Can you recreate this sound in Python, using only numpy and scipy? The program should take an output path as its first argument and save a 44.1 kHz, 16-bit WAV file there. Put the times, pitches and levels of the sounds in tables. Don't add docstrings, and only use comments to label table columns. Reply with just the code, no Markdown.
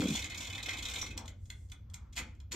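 import sys
import numpy as np
from scipy import signal
from scipy.fft import rfft, irfft
from scipy.io import wavfile
from scipy.ndimage import uniform_filter1d

SR = 44100
rng = np.random.default_rng(int(sys.argv[2]) if len(sys.argv) > 2 else 0)


def ratio_of_db(decibels):
    return 10 ** (np.asarray(decibels, float) / 20)


def put_to_file(sound):
    columns = np.atleast_2d(sound).T
    safe = np.clip(columns, -1, 1)
    whole_steps = np.round(safe * 32767)
    wavfile.write(sys.argv[1], SR, whole_steps.astype(np.int16))


N = 112454


def band(x, hz, width):
    return signal.lfilter(*signal.iirpeak(min(hz, 0.45 * SR), hz / width, fs=SR), x)


def unit(x):
    return x / np.sqrt(np.mean(x ** 2))


def shape(x, table):
    hz = np.arange(N // 2 + 1) * SR / N + 1
    rows = np.array(table)
    gain_db = np.interp(np.log(hz), np.log(rows[:, 0]), rows[:, 1])
    return irfft(rfft(x) * ratio_of_db(gain_db), N)


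def settled(x, hz, width):
    twice = np.tile(x, 2)
    return unit(band(band(twice, hz, width), hz, 2 * width)[N:])


def body(x, table, grip_db=0.0):
    grip_per_s = 45
    t = np.arange(N) / SR
    total = np.zeros(N)
    for k, (hz, width, db) in enumerate(table):
        sway = 1
        if grip_db:
            sway = ratio_of_db(grip_db * np.interp(t * grip_per_s, np.arange(200), rng.standard_normal(200)))
        total += (-1) ** k * ratio_of_db(db) * band(x * sway, hz, width) * 300 / width
    return total


def metal(dull, bright, table, grip_db=0.0):
    bright_from_hz = 4800
    low = [mode for mode in table if mode[0] <= bright_from_hz]
    high = [mode for mode in table if mode[0] > bright_from_hz]
    ring = body(dull, low, grip_db) + body(bright, high, grip_db)
    crack = ratio_of_db(2) * band(bright, 7000, 8300)
    air = ratio_of_db(-13) * band(bright, 13000, 2500)
    return ring + crack + air


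def clicks(times, sizes):
    out = np.zeros(N)
    places = np.clip((times * SR).astype(int), 0, N - 1)
    np.add.at(out, places.ravel(), sizes.ravel())
    return out


def rattle(table, spread_s, hold_s, scatter_db, count):
    rows = np.array(table)
    start_s, level_db, bright_db = rows[:, :1], rows[:, 1], rows[:, 2:3]
    u = rng.random((len(rows), count, 2, 4))
    late = -np.log(1 - u[..., 0]) * spread_s + u[..., 3] * hold_s
    late = late - late.min(axis=1, keepdims=True)
    size = ratio_of_db(-scatter_db * np.log(1 - u[..., 1])) * np.sign(u[..., 2] - 0.5)
    size = size / np.sqrt(np.sum(size ** 2, axis=1, keepdims=True)) * ratio_of_db(level_db)[:, None, None]
    dull = clicks(start_s + late[..., 0], size[..., 0])
    bright = clicks(start_s + late[..., 1], size[..., 1] * ratio_of_db(bright_db))
    return dull, bright


def sparse(per_s, scatter_db):
    u = rng.random((3, N))
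    happens = u[0] < per_s / SR
    return unit(happens * ratio_of_db(-scatter_db * np.log(1 - u[1])) * np.sign(u[2] - 0.5))


def room_hum():
    # pitch_hz [Hz], width_hz [Hz], level_db [dB]
    hum_modes = [(39.2, 12, -62.5), (48.9, 13, -62.5), (63.65, 14.8, -52), (91.8, 18.3, -51.5),
                 (161, 18.4, -71), (213, 54, -69), (325, 440, -79.5)]
    return sum(ratio_of_db(db) * settled(rng.standard_normal(N), hz, width) for hz, width, db in hum_modes)


def room_hiss():
    # pitch_hz [Hz], level_db [dB per Hz]
    hiss_colour = [(300, -16), (600, -27), (1200, -15.5), (2500, -15), (6000, -19), (9000, -36.5),
                   (13000, -10), (16000, -11.5)]
    return ratio_of_db(-81) * unit(shape(rng.standard_normal((2, N)), [(150, -59)] + hiss_colour))


def bench(t):
    # time_s [s], level_db [dB], tilt_db [dB per resonance]
    slide = [(0.0, -16, -10), (0.038, -27, 2.5), (0.121, -21, -9.5), (0.18, -52, 2.5), (0.33, -55.5, 1.5),
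             (0.41, -47.5, -1), (0.44, -58.5, 3.5), (1.25, -54, 2.5), (1.36, -76.5, 3), (2.149, -66.5, -4),
             (2.199, -50, 2), (2.471, -73, -3), (2.55, -61, 10.5)]
    # pitch_hz [Hz], width_hz [Hz], level_db [dB]
    wood_modes = [(172.4, 54, -3.5), (235, 48.5, 0), (305, 55.4, -2), (495.5, 73, -10)]
    when, level_db, tilt_db = np.array(slide).T
    tilt = np.interp(t, when, tilt_db)
    wood = sum(ratio_of_db(db + k * tilt) * settled(sparse(300, 1.74), hz, width)
               for k, (hz, width, db) in enumerate(wood_modes))
    return wood * ratio_of_db(np.interp(t, when, level_db) - 8.5)


def fading_tone(t, start_s, hz, fade_s):
    since = t - start_s
    return (since > 0) * np.exp(-np.clip(since, 0, 9) / fade_s) * np.sin(2 * np.pi * hz * since)


def housing_thumps(t):
    # start_s [s], pitch_hz [Hz], level_db [dB], ring_s [s]
    thumps = [
        (2.222, 77, -42, 0.034),
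        (1.025, 210, -46, 0.0081),
        (2.512, 200, -48, 0.0085),
        (0.53, 207, -54, 0.011),
    ]
    return sum(ratio_of_db(db) * fading_tone(t, s, hz, ring_s) for s, hz, db, ring_s in thumps)


def finger_bumps(t):
    # start_s [s], level_db [dB], pitch_hz [Hz]
    knocks = [
        (.02, -40, 1450),
        (.152, -43, 880),
        (.685, -47.5, 700),
        (1.029, -44, 1190),
    ]
    return sum(ratio_of_db(db + 7.5) * fading_tone(t, s, hz, 0.0038 / 4) for s, db, hz in knocks)


def sleeve(t):
    # middle_s [s], half_length_s [s], pitch_hz [Hz], level_db [dB]
    brushes = [
        (1.217, 0.057, 870, -61),
        (1.551, 0.14, 8800, -73),
        (2.003, .13, 1130, -77),
        (1.272, 0.092, 580, -73.5),
    ]
    total = np.zeros((2, N))
    for middle_s, half_s, hz, db in brushes:
        noise = band(rng.standard_normal((2, N)), hz, hz * 0.57)
        swell = np.exp(-((t - middle_s) / half_s) ** 4)
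        total += ratio_of_db(db) * swell * unit(band(noise, hz, hz))
    return total


def drags(t):
    # start_s [s], length_s [s], level_db [dB]
    scrapes = [
        (2.152, 0.014, -57),
        (2.164, 0.023, -49),
        (2.198, 0.011, -70),
        (2.51, .05, -57),
    ]
    # start_s [s], level_db [dB], brightness_db [dB]
    slips = [(2.1637, -37, 4), (2.1702, -31.5, 0), (2.1767, -27, -4.5), (2.1825, -33.5, -2),
             (2.1875, -33, 3), (2.1945, -32.5, -6), (2.207, -55, -7), (2.5135, -44, -4), (2.5189, -33.5, 3),
             (2.5254, -36, 8), (2.533, -39, 1), (2.541, -36, -7)]
    # pitch_hz [Hz], width_hz [Hz], level_db [dB]
    knob_modes = [(1160, 690, 8.5), (2176, 240, 9.5), (2447, 300, 10), (3330, 280, 6.5), (4270, 180, 0.5),
                  (5140, 1800, 5.5), (6750, 550, 16.5), (7800, 1000, -15)]
    gate = np.zeros(N)
    for start_s, length_s, db in scrapes:
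        rise = np.clip((t - start_s) / 0.0053, 0, 1)
        fall = np.exp(-np.clip(t - start_s - length_s, 0, 1) / 0.0051)
        gate += ratio_of_db(db) * rise * fall
    dull, bright = rattle(slips, spread_s=0.0016, hold_s=0.001, scatter_db=2.3, count=12)
    dull = gate * sparse(6000, 2) + ratio_of_db(12) * dull
    bright = gate * sparse(6000, 2) + ratio_of_db(12) * bright
    return metal(dull, bright, knob_modes)


def escapement():
    # start_s [s], level_db [dB], brightness_db [dB]
    tick_events = [(1.1705, -50, -4), (1.1763, -30.5, -4), (1.2565, -47.5, -5), (1.2785, -38.5, -7),
                   (1.4558, -61, 1), (1.4945, -60, -17), (1.5012, -36.5, -5.5), (1.687, -70.5, 1),
                   (1.6985, -61, 3.5), (1.7179, -39.5, -6), (1.8992, -59, -0.5), (1.9365, -53, 1),
                   (1.9415, -39.5, 0), (2.3494, -63.5, -6.5), (2.4015, -51.5, -8)]
    # pitch_hz [Hz], width_hz [Hz], level_db [dB]
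    plate_modes = [(1205, 540, 0), (2130, 167, -3), (2480, 120, -9), (3024, 180, -4), (3395, 175, 2),
                   (4230, 100, -6), (5330, 89, -6), (5930, 350, 11), (6760, 360, -2.5), (7480, 160, -5),
                   (7400, 300, 1), (13630, 1500, -24)]
    dull, bright = rattle(tick_events, spread_s=0.0015, hold_s=0.002, scatter_db=2.5, count=9)
    return ratio_of_db(19) * metal(dull, bright, plate_modes)


def winding():
    # start_s [s],
    # level_db [dB], brightness_db [dB]
    ratchet_teeth = [(0.0024, -26, -2), (0.0158, -33, 0.5), (0.0344, -35.5, 5.5), (0.0528, -32, -3.5),
                     (0.0687, -30.5, 0.0), (0.0814, -30, 2), (0.0994, -31.5, 4.5), (0.1214, -29.5, -2.5),
                     (0.1344, -30, 2), (0.1514, -28, 4.5), (0.1694, -26.5, -1.5), (0.1874, -31, 2),
                     (0.2184, -31.5, -0.5), (0.2404, -31, 0.5), (0.2644, -38.5, -4), (0.2982, -32.5, -1),
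                     (0.3157, -34.5, -8.5), (0.3426, -30, -3), (0.3579, -53, -11), (0.3745, -31, 2.5),
                     (0.403, -28.5, -1.5), (0.4244, -33.5, 1), (0.4464, -32.5, -2), (0.4684, -32.5, -1),
                     (0.4973, -33, -1.5), (0.5257, -31.5, -4), (0.5492, -29, -5.5), (0.5754, -31.5, -4),
                     (0.5964, -35, -9),
                     (0.627, -28.5, -0.5), (0.6569, -27.5, -4.5), (0.6843, -23.5, -5), (0.7044, -32.5, 0.5),
                    (0.7304, -27.5, -4.5), (0.7445, -44, 0), (0.7677, -33.5, 0.5), (0.784, -30.5, -1),
                    (0.823, -29, 0.2), (0.85, -28, -1.7), (0.8814, -29, -2.3), (0.894, -37.5, 8),
                    (0.912, -32, -2.5), (0.9353, -28, 0.8), (0.9567, -25.5, -4), (0.9824, -33, 4.2),
                    (1.0116, -27.5, 0.5), (1.037, -38, 1), (1.0605, -34, -1.5), (1.0794, -47, -5),
                    (1.1039, -39, -1.7), (1.135, -60, -1.5), (2.1255, -50.5, 5.5)]
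    # pitch_hz [Hz], width_hz [Hz], level_db [dB]
    gear_modes = [(1175, 1220, 3.5), (2076, 84, -4.5), (2111, 150, 4.5), (2270, 39, -6), (2430, 112, -1),
                  (2630, 140, -2), (3050, 150, 0.5), (3320, 71, 0), (3460, 196, 5.5), (3820, 267, 6),
                  (4250, 88, -4.5), (5390, 220, -2), (5744, 178, 6.5), (6810, 380, 3.5)]
    dull, bright = rattle(ratchet_teeth, spread_s=0.003, hold_s=0.008, scatter_db=2, count=40)
    return metal(ratio_of_db(13) * dull, ratio_of_db(10) * bright, gear_modes, grip_db=3.5)


def room(x):
    # pitch_hz [Hz], t60_s (time to fall 60 dB) [s], level_db [dB]
    echo_bands = [(700, 0.4, -7.5), (1370, 0.22, -5.5), (2550, 0.11, -15), (5200, 0.097, -15),
                  (10800, 0.11, 0)]
    build_s, fade_s = 0.0087, 0.45
    t = np.arange(SR // 2) / SR
    tail = np.zeros((2, len(t)))
    for hz, t60, db in echo_bands:
        noise = band(rng.standard_normal((2, len(t))), hz, hz)
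        tail += ratio_of_db(db - 60 * t / t60) * noise / np.sqrt(t60 * hz) * 2
    tail = tail * np.clip(t / build_s, 0, 1) * np.exp(-(t / fade_s) ** 2)
    return signal.fftconvolve(x[None], tail, axes=1)[:, :N]


def casing(near):
    scatter_s = 0.0008
    fading_noise = rng.standard_normal(128) * np.exp(-np.arange(128) / SR / scatter_s)
    mid_phase = np.angle(rfft(fading_noise))
    turn = np.sign(uniform_filter1d(rng.standard_normal(len(mid_phase)), size=3))
    phases = np.array([mid_phase, mid_phase + np.pi / 2 * turn])
    return signal.fftconvolve(near[None], irfft(np.exp(1j * phases)), axes=1)[:, :N]


def microphone_ports(heard, low, hum):
    # pitch_hz [Hz], level_db [dB]
    mid_colour = [(100, 7.5), (7500, 1.5), (8900, -5), (9300, -14.5), (11400, -16), (11800, -6.5),
                  (13900, -8), (15300, -18)]
    # pitch_hz [Hz], level_db [dB]
    side_colour = [(60, -42), (300, 0.5), (600, -2.5), (4500, -2.5), (8000, 1.5), (13500, -7), (14300, -48),
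                   (16000, -60)]
    # pitch_hz [Hz], width_hz [Hz], level_db [dB]
    left_lean = [(820, 540, -11)]
    clear = shape(heard[0], mid_colour)
    mid = clear + low
    side = shape(heard[1] + hum[::-1] + 0.031 * low, side_colour)
    side = side + body(clear, left_lean) * 3.2
    return np.array([mid + side, mid - side])


def scene():
    t = np.arange(N) / SR
    hum = room_hum()
    low = hum + housing_thumps(t) + bench(t)
    knocks = finger_bumps(t)
    ticks = escapement()
    near = shape(winding() + ticks + drags(t), [(250, -1), (600, 0)])
    echo = room(near - 0.19 * ticks + 0.4 * knocks)
    heard = casing(near) + knocks + echo + room_hiss() + sleeve(t)
    return microphone_ports(heard, low, hum)


def top_cut(x):
    return signal.sosfilt(signal.butter(12, 16050, fs=SR, output="sos"), x)


def record(dry):
    top_hz = 15900
    low_pass = signal.ellip(8, 0.2, 70, top_hz, fs=SR, output="sos")
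    return top_cut(signal.sosfilt(low_pass, dry))


dry = scene()
out = record(dry)
put_to_file(out)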